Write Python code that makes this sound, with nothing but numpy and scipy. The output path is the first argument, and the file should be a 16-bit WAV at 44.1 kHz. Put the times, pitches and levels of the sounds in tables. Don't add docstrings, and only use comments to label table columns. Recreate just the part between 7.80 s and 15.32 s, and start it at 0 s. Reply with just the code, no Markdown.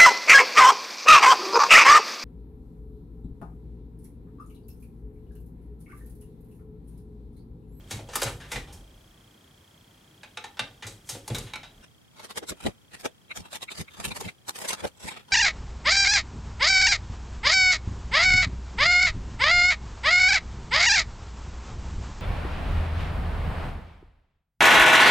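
import sys
import numpy as np
from scipy import signal
from scipy.fft import rfft, irfft, next_fast_len
from scipy.io import wavfile

SR = 44100
rng = np.random.default_rng(int(sys.argv[2]) if len(sys.argv) > 2 else 0)


def file_out(sig):
    cols = np.atleast_2d(sig).T
    lim = np.clip(cols, -1, 1)
    pcm = np.round(lim * 32767).astype(np.int16)
    wavfile.write(sys.argv[1], SR, pcm)


N = 331632
TIME = np.arange(N) / SR
SPAN = np.arange(2 ** 14) / SR
SPAN_HZ = np.fft.rfftfreq(len(SPAN), 1 / SR)
MIDDLE = SPAN[-1] / 2
RUSH_S = 4.022
MEDIUM_DB = -35

# f/Hz, level/dB
KNOCK = [(130, -29.5), (215, 3), (400, 6.5), (750, -6), (1150, -35.5)]


def undb(db):
    return 10 ** (np.asarray(db) / 20)


def unit(x):
    return x / np.sqrt(np.mean(x ** 2, axis=-1, keepdims=True))


def burst(x, db):
    return unit(x) * undb(db) * np.sqrt(.01 * SR / x.shape[-1])


def add(track, s, x):
    i = int(s * SR)
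    x, i = x[..., max(-i, 0):], max(i, 0)
    track[..., i:i + x.shape[-1]] += x[..., :N - i]


def response(points, size=len(SPAN)):
    hz, db = np.transpose(points)
    octave = np.log2(np.maximum(np.fft.rfftfreq(size, 1 / SR), 1))
    outside = np.abs(octave - np.clip(octave, np.log2(hz[0]), np.log2(hz[-1])))
    gain = undb(np.interp(octave, np.log2(hz), db) - 20 * np.minimum(outside, 2))
    cepstrum = irfft(np.log(gain), size)
    cepstrum[1:size // 2] *= 2
    cepstrum[size // 2 + 1:] = 0
    return np.exp(rfft(cepstrum))


def ring(x, body):
    return irfft(rfft(x) * body, x.shape[-1])


def noise(points):
    size = next_fast_len(N, True)
    return unit(ring(rng.standard_normal(size), response(points, size))[:N])


def ticking(scatter_s, db, rate_hz=29.97):
    t = SPAN[:2 ** 10]
    hz = 3130 + 650 * np.exp(-t / 0.0028)
    shape = np.exp(-((t - .004) / 0.0014) ** 2) + 0.5 * np.exp(-((t - .008) / 0.0033) ** 2)
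    tick = shape * np.sin(2 * np.pi * np.cumsum(hz) / SR)
    out = np.zeros(N)
    for s in np.arange(.0052, TIME[-1] - .02, 1 / rate_hz):
        add(out, s + scatter_s * rng.random(), tick * undb(db + 0.5 * rng.standard_normal()))
    return out


def background():
    # f/Hz, level/dB
    room_tone = [(22, -28), (90, 2.5), (300, -6), (520, -12.5), (3000, -20), (9800, -25.5), (15500, -30.5)]
    # t/s, level/dB
    rumble_levels = [(0, -47.5), (.55, -48.5), (.95, -47.5), (1.2, -56), (1.6, -69), (2.8, -68), (3.2, -59),
                     (3.9, -57)]
    side = undb(-65) * noise([(200, -4.5), (700, -1), (7000, -15), (14000, -49)]) * np.array([[1], [-1]])
    rumble = noise([(27, -3), (40, 4.5), (55, 1), (110, -4.5), (650, -22)])
    rumble *= undb(np.interp(TIME, *np.transpose(rumble_levels)))
    plain = undb(-58) * noise(room_tone) + side + rumble + ticking(scatter_s=0.00066, db=-53)
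    rushed = [undb(-59) * noise(room_tone) + ticking(scatter_s=0.0034, db=-55.5) for _ in range(2)]
    return np.where(TIME < RUSH_S, plain, rushed)


def room(x):
    # f/Hz, time to fade 60 dB/s, direct share, share of echo that differs between ears
    bands = [(108, 0.56, 0.59, 0.00022), (362, 0.38, 0.31, 0.0067), (870, 0.33, 0.72, 0.15),
             (2220, 0.24, 0.57, 0.31), (11700, 0.64, 0.98, 0.023)]
    t = np.arange(2 ** 15) / SR
    pitch = np.log(np.maximum(np.fft.rfftfreq(len(t), 1 / SR), 1))
    centres = np.log([row[0] for row in bands])
    echo = 0
    for (_, fade_s, direct, apart), own in zip(bands, np.eye(len(bands))):
        share = np.interp(pitch, centres, own)
        tail = rng.standard_normal((2, len(t))) * undb(-60 * t / fade_s)
        mid, side = (z * np.sqrt(share / np.average(np.abs(z) ** 2, weights=share)) for z in rfft(tail))
        walls = np.sqrt(1 - apart) * mid + np.sqrt(apart) * side * np.array([[1], [-1]])
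        echo = echo + np.sqrt(direct) * share + np.sqrt(1 - direct) * walls
    lead = 64
    impulse = np.roll(irfft(echo), lead, axis=1)[:, :-2 ** 12]
    return signal.fftconvolve(x, impulse, axes=1)[:, lead:lead + N]


def resonance(hz, width_hz, lift_db):
    return 1 + undb(lift_db) / (1 + 2j * (SPAN_HZ - hz) / width_hz)


def notes(count, width_hz, lift_db):
    return 1 + sum(resonance(hz, width_hz, lift_db) - 1 for hz in 500 + 13000 * rng.random(count) ** 2)


def grains(spread_db, channels=1):
    shape = (channels, len(SPAN))
    size_db = spread_db * np.minimum(rng.exponential(size=shape), 4)
    return unit(rng.choice([-1, 1], shape) * undb(size_db))


def swell(width_s):
    return 1 / np.cosh(np.clip((SPAN - MIDDLE) / width_s, -20, 20))


def brick(bodies, crumble_s, hz, knock_db, clink_db, grit_db):
    knock, clink, grit = bodies
    build_up = 1 - np.exp(-SPAN * 0.4 / crumble_s ** 2)
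    force = grains(spread_db=3) * np.exp(-SPAN / crumble_s) * build_up
    force = ring(force, notes(count=10, width_hz=68, lift_db=-2))
    note = resonance(hz, width_hz=200, lift_db=4)
    flakes = notes(count=4, width_hz=1200, lift_db=-3)
    dulling = undb(-.9 * max(clink_db - grit_db, 0) * np.log2(np.maximum(SPAN_HZ / 5000, 1)))
    parts = (knock, knock_db), (clink * note, clink_db), (grit * flakes * dulling, grit_db)
    return sum(burst(ring(force, body), db) for body, db in parts)


def rush(effort, *parts):
    catch = undb(np.repeat(2.14 * rng.standard_normal(2 ** 7), 2 ** 7))
    comb_colour = np.abs(notes(count=26, width_hz=110, lift_db=7))
    force = ring(grains(spread_db=4.5, channels=2) * catch * effort, comb_colour)
    return sum(burst(ring(force, np.abs(body)), db) for body, db in parts)


def hearth_thuds(thud, light_thud, knock):
    # t/s, level/dB
    blows = [(0.127, -29.5), (0.437, -26.5), (0.738, -29.5), (2.796, -40), (3.041, -37), (3.318, -37),
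             (3.498, -23.5), (3.565, -30.5), (4.719, -37.5), (4.87, -24.5), (5.603, -37.5), (6.009, -30),
             (6.206, -38), (6.28, -33), (6.319, -35.5), (6.4, -42), (6.467, -31.5), (7.049, -32),
             (7.261, -36.5)]
    plain, rushed = np.zeros((1, N)), np.zeros((2, N))
    for s, db in blows:
        if s < RUSH_S:
            heave = rng.standard_normal((1, len(SPAN))) * SPAN * np.exp(-SPAN / 0.013)
            add(plain, s, burst(ring(heave, thud), db) + burst(ring(heave, knock), db - 11))
        else:
            add(rushed, s - MIDDLE, rush(swell(width_s=0.0097), (light_thud, db), (knock, db - 10)))
    return plain, rushed


def falling_bricks(bodies, light_thud):
    # t/s, f/Hz, level/dB
    landings = [(0.112, 404, -38.5), (0.19, 497, -40), (0.288, 500, -41.5), (0.421, 646, -25.5),
                (0.757, 490, -36.5), (3.066, 327, -42), (3.349, 423, -38), (3.5, 430, -31.5),
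                (3.56, 300, -39.5), (4.449, 420, -46.5), (4.578, 425, -35), (4.634, 400, -36.5),
                (4.719, 340, -35.5), (4.868, 363, -22), (5.257, 430, -26.5), (6.368, 600, -42.5),
                (6.42, 330, -39), (6.853, 560, -34.5), (7.049, 553, -25)]
    _, clink, grit = bodies
    plain, rushed = np.zeros((1, N)), np.zeros((2, N))
    for s, hz, db in landings:
        knock = response([(f * hz / 400, level) for f, level in KNOCK])
        if s < RUSH_S:
            add(plain, s, brick((knock, clink, grit), crumble_s=0.013, hz=hz,
                                knock_db=db, clink_db=db - 7, grit_db=db - 15.5))
        else:
            parts = (light_thud, db - 18.5), (knock, db), (clink, db - 7), (grit, db - 15.5)
            add(rushed, s - MIDDLE, rush(swell(width_s=.0063), *parts))
            add(rushed, s + 0.012 - MIDDLE, undb(-11.5) * rush(swell(width_s=0.014), *parts))
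    return plain, rushed


def dragged_bricks(bodies, light_thud, jerk_s=0.033, jerk_db=3.5):
    # t of the peak/s, half width/s, level/dB, grit above that level/dB
    drags = [(4.04, 0.011, -49, -5.5), (4.401, 0.02, -41, -7.5), (4.84, 0.027, -38, -5),
             (5.145, 0.012, -39.5, -6), (5.659, 0.013, -43.5, -10.5), (5.985, 0.018, -38.5, 2),
             (6.145, 0.028, -44.5, -6), (6.207, 0.016, -35.5, -3.5), (6.41, 0.013, -36, 1),
             (6.455, 0.02, -37, -5), (6.822, 0.029, -32.5, -1), (7.005, 0.018, -37, -6.5),
             (7.24, 0.025, -39.5, 0), (7.285, 0.019, -33.5, -2), (7.371, 0.022, -37.5, -12),
             (7.518, 0.016, -42, -7.5)]
    knock, clink, grit = bodies
    jerks = undb(jerk_db * np.cos(2 * np.pi * (SPAN - MIDDLE) / jerk_s))
    out = np.zeros((2, N))
    for s, width_s, db, gritty_db in drags:
        parts = (light_thud, db - 12), (knock, db - 10), (clink, db), (grit, db + gritty_db)
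        add(out, s - MIDDLE, rush(swell(width_s) * jerks, *parts))
    return out


def brick_taps(bodies):
    # t/s, contact time/s, f/Hz, level/dB
    taps = [(0.463, 0.023, 1410, -31), (0.598, 0.053, 1620, -39), (0.757, 0.016, 1930, -30.5),
            (0.87, 0.047, 850, -46.5), (2.432, 0.011, 2500, -41), (2.572, 0.0084, 3840, -32.5),
            (2.64, 0.013, 860, -35), (2.77, 0.015, 875, -44), (2.793, 0.0075, 3780, -23.5),
            (3.023, 0.021, 1950, -34.5), (3.661, 0.044, 3970, -42.5), (3.735, .008, 2240, -35),
            (3.757, 0.0068, 2300, -34.5), (3.83, 0.021, 3860, -40.5)]
    out = np.zeros((1, N))
    for s, contact_s, hz, db in taps:
        add(out, s, brick(bodies, contact_s, hz, knock_db=db - 14, clink_db=db, grit_db=db - 10.5))
    return out


def mortar_cracks(bodies, strain_db=-18.5, crumb_db=-12):
    # t/s, crumbling time/s, f of the brick/Hz, level/dB, grit above that level/dB
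    cracks = [(0.108, 0.023, 3960, -33, 0.5), (0.285, .04, 870, -43, -4.5), (0.333, 0.02, 1230, -36.5, -5),
              (0.355, 0.012, 1230, -25.5, 0.5), (0.417, 0.018, 890, -26.5, -1.5),
              (0.431, 0.01, 4000, -40.5, 13), (0.716, 0.024, 2160, -29, -3.5), (0.925, .027, 855, -52, 6),
              (3.066, 0.022, 4070, -42, 4.5), (3.29, 0.023, 3900, -37, 7.5),
              (3.478, 0.0093, 850, -38.5, 2.5), (3.546, 0.019, 3640, -32, -2),
              (3.583, 0.0074, 3860, -41.5, 5.5)]
    knock, clink, grit = bodies
    treble = np.clip(np.log2(np.maximum(SPAN_HZ, 1) / 6000), 0, 1)
    out = np.zeros((1, N))
    for s, crumble_s, hz, db, gritty_db in cracks:
        fine_grit = grit * undb(0.64 * max(db - MEDIUM_DB, 0) * treble)
        add(out, s, brick((knock, clink, fine_grit), crumble_s, hz,
                          knock_db=db - 9, clink_db=db, grit_db=db + gritty_db))
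        strain = grains(spread_db=11) * np.exp(-np.abs(SPAN - MIDDLE) / 0.018) * (SPAN < MIDDLE)
        crumbs = grains(spread_db=9) * SPAN * np.exp(-SPAN / 0.021)
        for start, force, level in (s - MIDDLE, strain, db + strain_db), (s + .03, crumbs, db + crumb_db):
            add(out, start, burst(ring(force, clink), level) + burst(ring(force, grit), level + gritty_db))
    return out


def bar_bites(bodies, light_thud):
    # t of the peak/s, level/dB, grit above that level/dB
    bites = [(4.449, -42, -0.5), (4.511, -38.5, -4.5), (4.578, -31, -0.5), (4.696, -35, 5), (5.207, -48, 3),
             (5.257, -31.5, -3.5), (5.515, -42.5, -13.5), (5.572, -36, 0.5), (5.602, -47.5, 1.5),
             (5.733, -38, -1), (5.758, -34.5, -2), (5.83, -36, -2.5), (5.919, -36.5, -3.5),
             (6.01, -37.5, 0), (6.253, -28.5, -0.5), (6.286, -40, 0), (6.319, -34.5, -9.5),
             (6.368, -35.5, -0.5), (6.49, -41, -7), (6.693, -30.5, 0), (6.763, -39.5, 0.5),
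             (6.853, -36.5, -2.5), (6.893, -32.5, 7), (6.908, -29, -3), (6.936, -29, -2), (7.075, -43, 0),
             (7.32, -38, -11)]
    knock, clink, grit = bodies
    out = np.zeros((2, N))
    for s, db, gritty_db in bites:
        effort = swell(width_s=0.0078 * 2 ** ((MEDIUM_DB - db) / 28))
        parts = (light_thud, db - 16), (knock, db - 11.5), (clink, db), (grit, db + gritty_db)
        add(out, s - MIDDLE, rush(effort, *parts))
    return out


def steel_bar():
    # t/s, level/dB, brightness/(dB per octave)
    strikes = [(2.571, -43, -5), (3.547, -32, 27), (3.736, -33, 9), (3.757, -46, -8), (3.830, -73, 18),
               (5.516, -32, -1.5), (5.828, -36, 46), (5.891, -35, -0.5), (6.086, -44.5, -3),
               (6.319, -35, 21), (6.49, -35, 5.5), (7.291, -34, 3)]
    # f/Hz, level/dB, time to fade 60 dB/s
    bar_notes = [(1340, -8, 0.4), (2335, -3, 0.13), (2250, 5, 0.087), (2570, -5, 0.028),
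                 (3800, -6.5, 0.066), (3990, -13.5, 0.12)]
    hz, db, fade_s = np.transpose(bar_notes)[:, :, None]
    plain, rushed = np.zeros((1, N)), np.zeros((2, N))
    for s, level_db, bright_db in strikes:
        note_db = db + bright_db * np.log2(hz / hz.mean())
        if s < RUSH_S:
            waves = np.sin(2 * np.pi * (hz * SPAN + rng.random(hz.shape)))
            ringing = undb(note_db - 60 * SPAN / fade_s) * waves
            add(plain, s, burst(ringing.sum(axis=0), level_db))
        else:
            blurred = np.max(undb(note_db) * np.exp(-((SPAN_HZ - hz) / 260) ** 2), axis=0)
            force = rng.standard_normal((2, len(SPAN))) * swell(width_s=0.0047)
            add(rushed, s - MIDDLE, burst(ring(force, blurred), level_db))
    return plain, rushed


def scene():
    # f/Hz, level/dB
    thud_tone = [(28, -15), (40, -3.5), (65, -9.5), (115, 2), (190, -12.5), (330, -25.5)]
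    # f/Hz, level/dB
    clink_tone = [(550, -17), (850, 2.5), (1050, 0), (2400, 2), (3900, -1), (5500, -29)]
    # f/Hz, level/dB
    grit_tone = [(2800, -27.5), (4500, -2), (8500, 0.5), (12500, -8), (15500, -21.5)]
    thud, knock, clink, grit = map(response, (thud_tone, KNOCK, clink_tone, grit_tone))
    light_thud = thud * response([(25, -9), (75, 8), (125, -6), (200, 14)])
    bodies = knock, clink, grit
    plain_bar, rushed_bar = steel_bar()
    prying = mortar_cracks(bodies) + brick_taps(bodies)
    plain_falls, rushed_falls = falling_bricks(bodies, light_thud)
    plain_thuds, rushed_thuds = hearth_thuds(thud, light_thud, knock)
    scraping = bar_bites(bodies, light_thud) + dragged_bricks(bodies, light_thud)
    plain = plain_bar + prying + plain_falls + plain_thuds
    rushed = rushed_bar + scraping + rushed_falls + rushed_thuds
    return room(plain) + rushed + background()


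def record(dry, top_hz=15900):
    return signal.sosfilt(signal.ellip(10, .2, 70, top_hz, fs=SR, output="sos"), dry)


dry = scene()
out = record(dry)
file_out(out)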